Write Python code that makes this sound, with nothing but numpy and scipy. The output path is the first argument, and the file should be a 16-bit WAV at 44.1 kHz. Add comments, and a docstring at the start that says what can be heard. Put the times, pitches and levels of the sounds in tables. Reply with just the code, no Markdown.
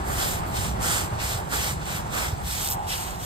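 """A stiff wet brush scrubs a trampoline mat in a garden, about three strokes a second.
It crackles, rasps and hisses, with a few sharp ticks; low swells, rumble and traffic lie behind.
The brush is made of thousands of random clicks, split into pitch bands that follow its speed.
Snaps are very short bright noise bursts, low swells are short deep waves, and the background is
coloured noise."""
import sys
import numpy as np
from scipy import signal
from scipy.fft import rfft, irfft
from scipy.io import wavfile

SR = 44100
rng = np.random.default_rng(int(sys.argv[2]) if len(sys.argv) > 2 else 0)


def to_wav(sig):
    """Store sig (one row per channel, or 1-D mono) as 16-bit WAV at the path in sys.argv[1].

    Samples outside -1..1 are clipped; the rate is SR.
    """
    pcm = np.clip(np.atleast_2d(sig), -1, 1) * 32767
    pcm = np.round(pcm).astype(np.int16)
    wavfile.write(sys.argv[1], SR, pcm.T)  # frames by channels


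N = 143325
TIME = np.arange(N) / SR   # s
FREQS = np.maximum(np.arange(N // 2 + 1) * SR / N, 1)   # Hz, kept above 0 for the logarithm

# phase of left against right for brush sounds at two spots, giving it stereo width:
# f/Hz, phase at the first spot/rad, phase at the second spot/rad
BRUSH_PHASE = [(100, .1, .1), (500, 1.3, 1.7), (1000, 3.6, 3.2), (1400, 4.1, 3.9), (2400, 3.2, 2.3),
               (3000, 2.3, .4), (3400, .7, 0), (4400, .3, -1.7), (5400, -2.1, -3.4), (6500, -2, -1.2),
               (7200, -.4, -.5), (8300, 0, 0), (9400, 1.3, 1.3), (10000, 3, 3), (11000, 3.3, 3.3),
               (12400, 6.1, 6.2), (13700, 6.4, 6.4), (14800, 9.3, 9.3), (15700, 9.5, 9.5)]
# loudness balance of the brush: f/Hz, left minus right/dB
BRUSH_BALANCE = [(500, -7.5), (1400, -7.5), (2200, 5.5), (2900, -1.5), (4300, -2.5), (6500, -1.5),
                 (7800, -0.5), (15000, -0.5)]


def from_db(db):
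    """Turn decibels into a factor for the wave's size."""
    return 10 ** (np.asarray(db) / 20)


def rms_one(x):
    """Scale a sound to an average strength (rms) of 1."""
    return x / np.sqrt(np.mean(x ** 2) + 1e-20)


def over_hz(points, axis=1):
    """Read one table column at every frequency, in straight lines over log frequency."""
    points = np.array(points)
    return np.interp(np.log(FREQS), np.log(points[:, 0]), points[:, axis])


def over_time(points):
    """Read a table of times and values at every sample."""
    return np.interp(TIME, *np.transpose(points))


def drift(hz):
    """Random wandering with spread 1: noise that weakens above the given frequency."""
    noise = rfft(rng.standard_normal(N))
    return rms_one(irfft(noise / (1 + (FREQS / hz) ** 2), N))


def placed(balance_db, phase):
    """Spread a sound over left and right by loudness balance and phase difference."""
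    left = from_db(balance_db / 2) * np.exp(1j * phase)
    right = from_db(-balance_db / 2) * np.ones(len(FREQS))
    return np.array([left, right])


def bristle_clicks():
    """Spectrum of bristles flicking over the weave at random: most flicks small, a few large."""
    bristles_per_s, size_spread_db = 22000, 2
    sizes = from_db(size_spread_db * np.minimum(rng.exponential(1, N), 5))
    pushes = sizes * rng.choice([-1, 1], N)   # up or down
    happens = rng.random(N) < bristles_per_s / SR
    return rfft(rms_one(pushes * happens))


def stroke_levels():
    """Levels of rasp, scrape, hiss and fizz: a faster brush is louder, a resting one only creeps."""
    # brush strokes, before the overall brush gain: start/s, speeding up/s, full speed/s, slowing/s,
    # level/dB, then relative to it: rasp of the mat/dB, scrape of bent bristles/dB, wet fizz/dB
    strokes = [(0.0, .26, 0.018, 0.18, -30.5, -8, -2, 0), (.46, 0.16, 0.013, .15, -33.5, -6.5, -2.5, -2.5),
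               (.77, 0.12, 0.033, .21, -26, -3, -3, -3.5), (1.165, 0.079, .055, .15, -32.5, -4.5, 0, -2),
               (1.469, 0.083, 0.11, .13, -29.5, -2.5, -2, -2), (1.80, 0.11, 0.048, 0.1, -37, 1, 1.5, -0.5),
               (2.08, 0.094, 0.019, 0.2, -31.5, 3.5, 0, -1), (2.391, 0.13, .14, 0.08, -32, -11, -1, 0),
               (2.85, .05, 0.013, 0.37, -34.5, -14, 0, 0), (3.148, 0.11, .05, .1, -37.5, -21, -4.5, -1)]
    # bristle tips catch and spring free: middle/s, length/s, level/dB,
    # then relative to it: rasp of the mat/dB, scrape of bent bristles/dB, wet fizz/dB
    catches = [(0.112, 0.2, -37.5, 4.5, -10, 0), (0.216, 0.16, -32.5, 1, -1, -9),
               (0.487, 0.11, -48.5, -4, 2, 6), (0.569, 0.082, -35.5, -8, 0.5, -3),
               (0.841, 0.1, -34.5, 1, -3.5, -7), (1.148, .08, -51, -2, 5, -2),
               (1.216, 0.11, -44.5, 8, 12.5, -9), (1.39, 0.1, -47, 2, 1, 5), (1.538, 0.1, -41, 13.5, 4, -9),
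               (1.7, 0.098, -45, 10, -4, 1), (1.824, 0.062, -49, 11, 8.5, -15), (1.964, .05, -38, -3, 0, 1),
               (2.637, 0.16, -31, -14, -6, 1), (2.717, 0.11, -31.5, -23, -7, 5.5),
               (2.927, 0.11, -37, -7, 9.5, -4)]
    # bristles still creeping at the turns, before the brush gain; rows are rasp, scrape, hiss, fizz: level/dB
    resting = [
        [-67],
        [-47.5],
        [-48],
        [-53.5],
    ]
    # the brush is lifted: its resting level dips briefly
    lift_s, lift_width_s, lift_db = 2.8, 0.031, -4.5
    speed_power = 2.4   # how steeply level grows with speed

    lifted = np.exp(-((TIME - lift_s) / lift_width_s) ** 2)
    power = from_db(np.array(resting) + lift_db * lifted) ** 2
    moves = list(strokes)
    for middle, length, *levels in catches:
        moves.append((middle - length / 2, length / 2, 0, length / 2, *levels))
    for start, rise, hold, fall, db, rasp_db, scrape_db, fizz_db in moves:
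        end = start + rise + hold + fall
        ramp = np.minimum((TIME - start) / rise, (end - TIME) / fall)
        speed = np.sin(np.pi / 2 * np.clip(ramp, 0, 1))
        gains = from_db([[db + rasp_db], [db + scrape_db], [db], [db + fizz_db]])
        power += (gains * speed ** speed_power) ** 2
    return np.sqrt(power)


def brush(gain_db=5):
    """Flicks arrive directly and scattered; pitch bands waver apart while the whole brush judders."""
    # colour of the scrubbing: f/Hz, level/dB
    scrub_colour = [(120, -6), (300, 0), (600, 2.2), (900, 2.6), (1400, 4.8), (1800, 4), (2300, 1.9),
                    (2800, 1.9), (3200, 1.8), (3800, .5), (4700, -.7), (6000, -.6), (6700, -1.8),
                    (7400, .8), (8300, .3), (9400, -.4), (10500, -2.6), (12300, -2.8), (13700, -4.4),
                    (15500, -5)]
    # strength of the scattered sound: f/Hz, scattered against direct/dB
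    scatter_share = [(300, 0), (550, 4), (1100, 3), (2200, -5), (3100, -1), (3800, -4), (4800, 0),
                     (6500, -1), (7600, -9), (9000, -6), (10500, -13), (11800, -7), (15000, -13)]
    move_s, move_length_s = 2.37, 0.39   # the brush moves on to the second spot
    rasp_below_hz, hiss_above_hz, fizz_above_hz = 1900, 5200, 10500
    tuft_db, tuft_hz = 1.2, 6   # tufts of different pitch come more or less into play
    judder_db, judder_hz = 0.63, 88   # irregular stick and slip of the whole brush

    scatter = from_db(over_hz(scatter_share))
    direct = bristle_clicks()
    scattered = np.array([bristle_clicks(), bristle_clicks()])   # different at each ear
    flicks = (direct + scatter * scattered) / np.sqrt(1 + scatter ** 2)
    flicks = flicks * from_db(over_hz(scrub_colour))
    balance = over_hz(BRUSH_BALANCE)
    first = irfft(flicks * placed(balance, over_hz(BRUSH_PHASE, axis=1)), N)
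    second = irfft(flicks * placed(balance, over_hz(BRUSH_PHASE, axis=2)), N)
    moved = np.clip((TIME - move_s) / move_length_s, 0, 1)
    flicks = rfft(first * (1 - moved) + second * moved)

    rasp_level, scrape_level, hiss_level, fizz_level = stroke_levels()
    centres = np.linspace(400 ** .5, 15500 ** .5, 28) ** 2   # Hz, closer together at the bottom
    out = 0
    for hz, only in zip(centres, np.eye(len(centres))):
        # share of each kind of sound in this band; the four add up to 1
        rasp = 1 / (1 + (hz / rasp_below_hz) ** 6)
        fizz = 1 / (1 + (fizz_above_hz / hz) ** 10)
        scrape = 1 / (1 + (hz / hiss_above_hz) ** 6) - rasp
        hiss = 1 - rasp - scrape - fizz
        level = rasp * rasp_level + scrape * scrape_level + hiss * hiss_level + fizz * fizz_level
        band = irfft(flicks * np.interp(FREQS, centres, only), N)
        out = out + band * level * from_db(tuft_db * drift(tuft_hz))
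    return out * from_db(gain_db + judder_db * drift(judder_hz))


def bristle_snaps():
    """Single stiff bristles spring loose: bursts of random-sign noise that die away at once."""
    # snaps: t/s, level at the start before the bass is cut/dB
    snaps = [(2.0632, -33), (2.0775, -30), (2.648, -15), (2.6753, -11), (2.6879, -10.5), (2.7024, -11),
             (2.7111, -14), (2.7135, -11.5), (2.7198, -12), (2.7242, -14), (2.7258, -11), (2.7333, -15),
             (2.7454, -19), (3.1081, -23), (3.1122, -23), (3.1545, -28), (3.1603, -27), (3.2419, -26)]
    decay_s, above_hz = 0.0003, 4300
    hits = 0
    for start, db in snaps:
        hits = hits + from_db(db) * (TIME >= start) * np.exp(-np.abs(TIME - start) / decay_s)
    bright = signal.butter(2, above_hz, "high", fs=SR, output="sos")
    ticks = signal.sosfilt(bright, hits * rng.choice([-1, 1], N))
    return irfft(rfft(ticks) * placed(over_hz(BRUSH_BALANCE), over_hz(BRUSH_PHASE, axis=2)), N)


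def low_swells():
    """Short low waves swell and fade within the rumble."""
    # low swells: middle/s, height of the swell/dB, pitch/Hz
    swells = [(0.169, -24, 51), (.278, -30, 140), (0.464, -26, 55), (1.138, -26, 110), (1.245, -23.5, 71),
              (1.354, -26.5, 120), (2.333, -17.5, 87), (2.455, -23.5, 67.5), (2.742, -30, 116),
              (2.92, -26, 62)]
    width_s = 0.0053   # spread of the bell-shaped swell
    out = 0
    for middle, db, hz in swells:
        swell = from_db(db) * np.exp(-.5 * ((TIME - middle) / width_s) ** 2)
        out = out + swell * np.sin(2 * np.pi * hz * (middle - TIME))
    return out


def outdoors(colour, level_db, waver_db, waver_hz):
    """Coloured background noise, partly shared between the ears, whose level wavers."""
    # width of the background: f/Hz, left-right likeness (0 to 1), phase of left against right/rad
    air_stereo = [(50, .8, 0), (150, .84, .3), (350, .6, 1.1), (800, .7, 2.3), (1300, .4, 3.1),
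                  (2500, .15, 3.5), (15000, .1, 3.5)]
    balance_db = -1.4   # left minus right
    alike = np.clip(over_hz(air_stereo), 0, 1)
    white = rfft(rng.standard_normal((3, N)))   # one shared noise and one for each ear
    air = np.sqrt(alike) * white[0] + np.sqrt(1 - alike) * white[1:]
    air = air * placed(balance_db, over_hz(air_stereo, axis=2))
    noise = rms_one(irfft(air * from_db(over_hz(colour)), N))
    return noise * from_db(over_time(level_db) + waver_db * drift(waver_hz))


def far_tyres():
    """Tyre hum of one far car: a narrow band of noise swells and fades."""
    # colour of the hum: f/Hz, level/dB
    tyre_colour = [(300, -45), (620, -14), (740, -1), (860, 0), (1050, -10), (1500, -32), (4000, -60)]
    peak_s, rise_s, fall_s, peak_db = 2.77, .12, .22, -32.5
    hum = outdoors(tyre_colour, [(0, peak_db)], waver_db=1, waver_hz=5.3)
    return hum * np.exp(-np.abs(TIME - peak_s) / np.where(TIME < peak_s, rise_s, fall_s))


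def distant_traffic():
    """Far traffic: a wash of mostly middle-pitched noise that swells and fades."""
    # colour of the wash: f/Hz, level/dB
    traffic_colour = [(100, 13), (250, -6), (360, 5), (460, 0.5), (620, 5), (800, 11), (1000, 6.5),
                      (1400, 0.5), (2000, -6), (3000, -15), (5000, -31), (15000, -68)]
    # its loudness: t/s, level/dB
    traffic_level = [(0, -29), (.12, -29.5), (.45, -31), (.8, -30.5), (1.1, -31), (1.35, -31), (1.5, -33.5),
                     (2.0, -34), (2.4, -34.5), (2.8, -34), (3.25, -33)]
    return outdoors(traffic_colour, traffic_level, waver_db=1.2, waver_hz=12)


def low_rumble():
    """Outdoor rumble: deep noise that slowly changes in level."""
    # colour of the rumble: f/Hz, level/dB
    rumble_colour = [(12, -32), (25, -18), (42, -10), (62, 3.5), (85, -3.5), (125, -4.5), (170, -4.5),
                     (240, -13), (400, -21.5), (550, -22), (900, -72)]
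    # its loudness: t/s, level/dB
    rumble_level = [(0, -32.5), (.35, -31.5), (.7, -32), (1.1, -33), (1.45, -36.5), (1.7, -33.5),
                    (2.15, -34), (2.5, -36), (3.25, -36.5)]
    return outdoors(rumble_colour, rumble_level, waver_db=0.97, waver_hz=3.3)


def scene():
    """Brush and mat in front of the garden's background."""
    scrubbing = brush() + bristle_snaps()
    return scrubbing + low_swells() + far_tyres() + distant_traffic() + low_rumble()


def record(dry):
    """The microphone loses the deepest bass; the top is cut steeply."""
    bass_cut = signal.butter(3, 36, "high", fs=SR, output="sos")   # Hz
    top_cut = signal.ellip(12, .1, 90, 15700, fs=SR, output="sos")   # ripple dB, depth dB, Hz
    return signal.sosfilt(top_cut, signal.sosfilt(bass_cut, dry))


dry = scene()
out = record(dry)
to_wav(out)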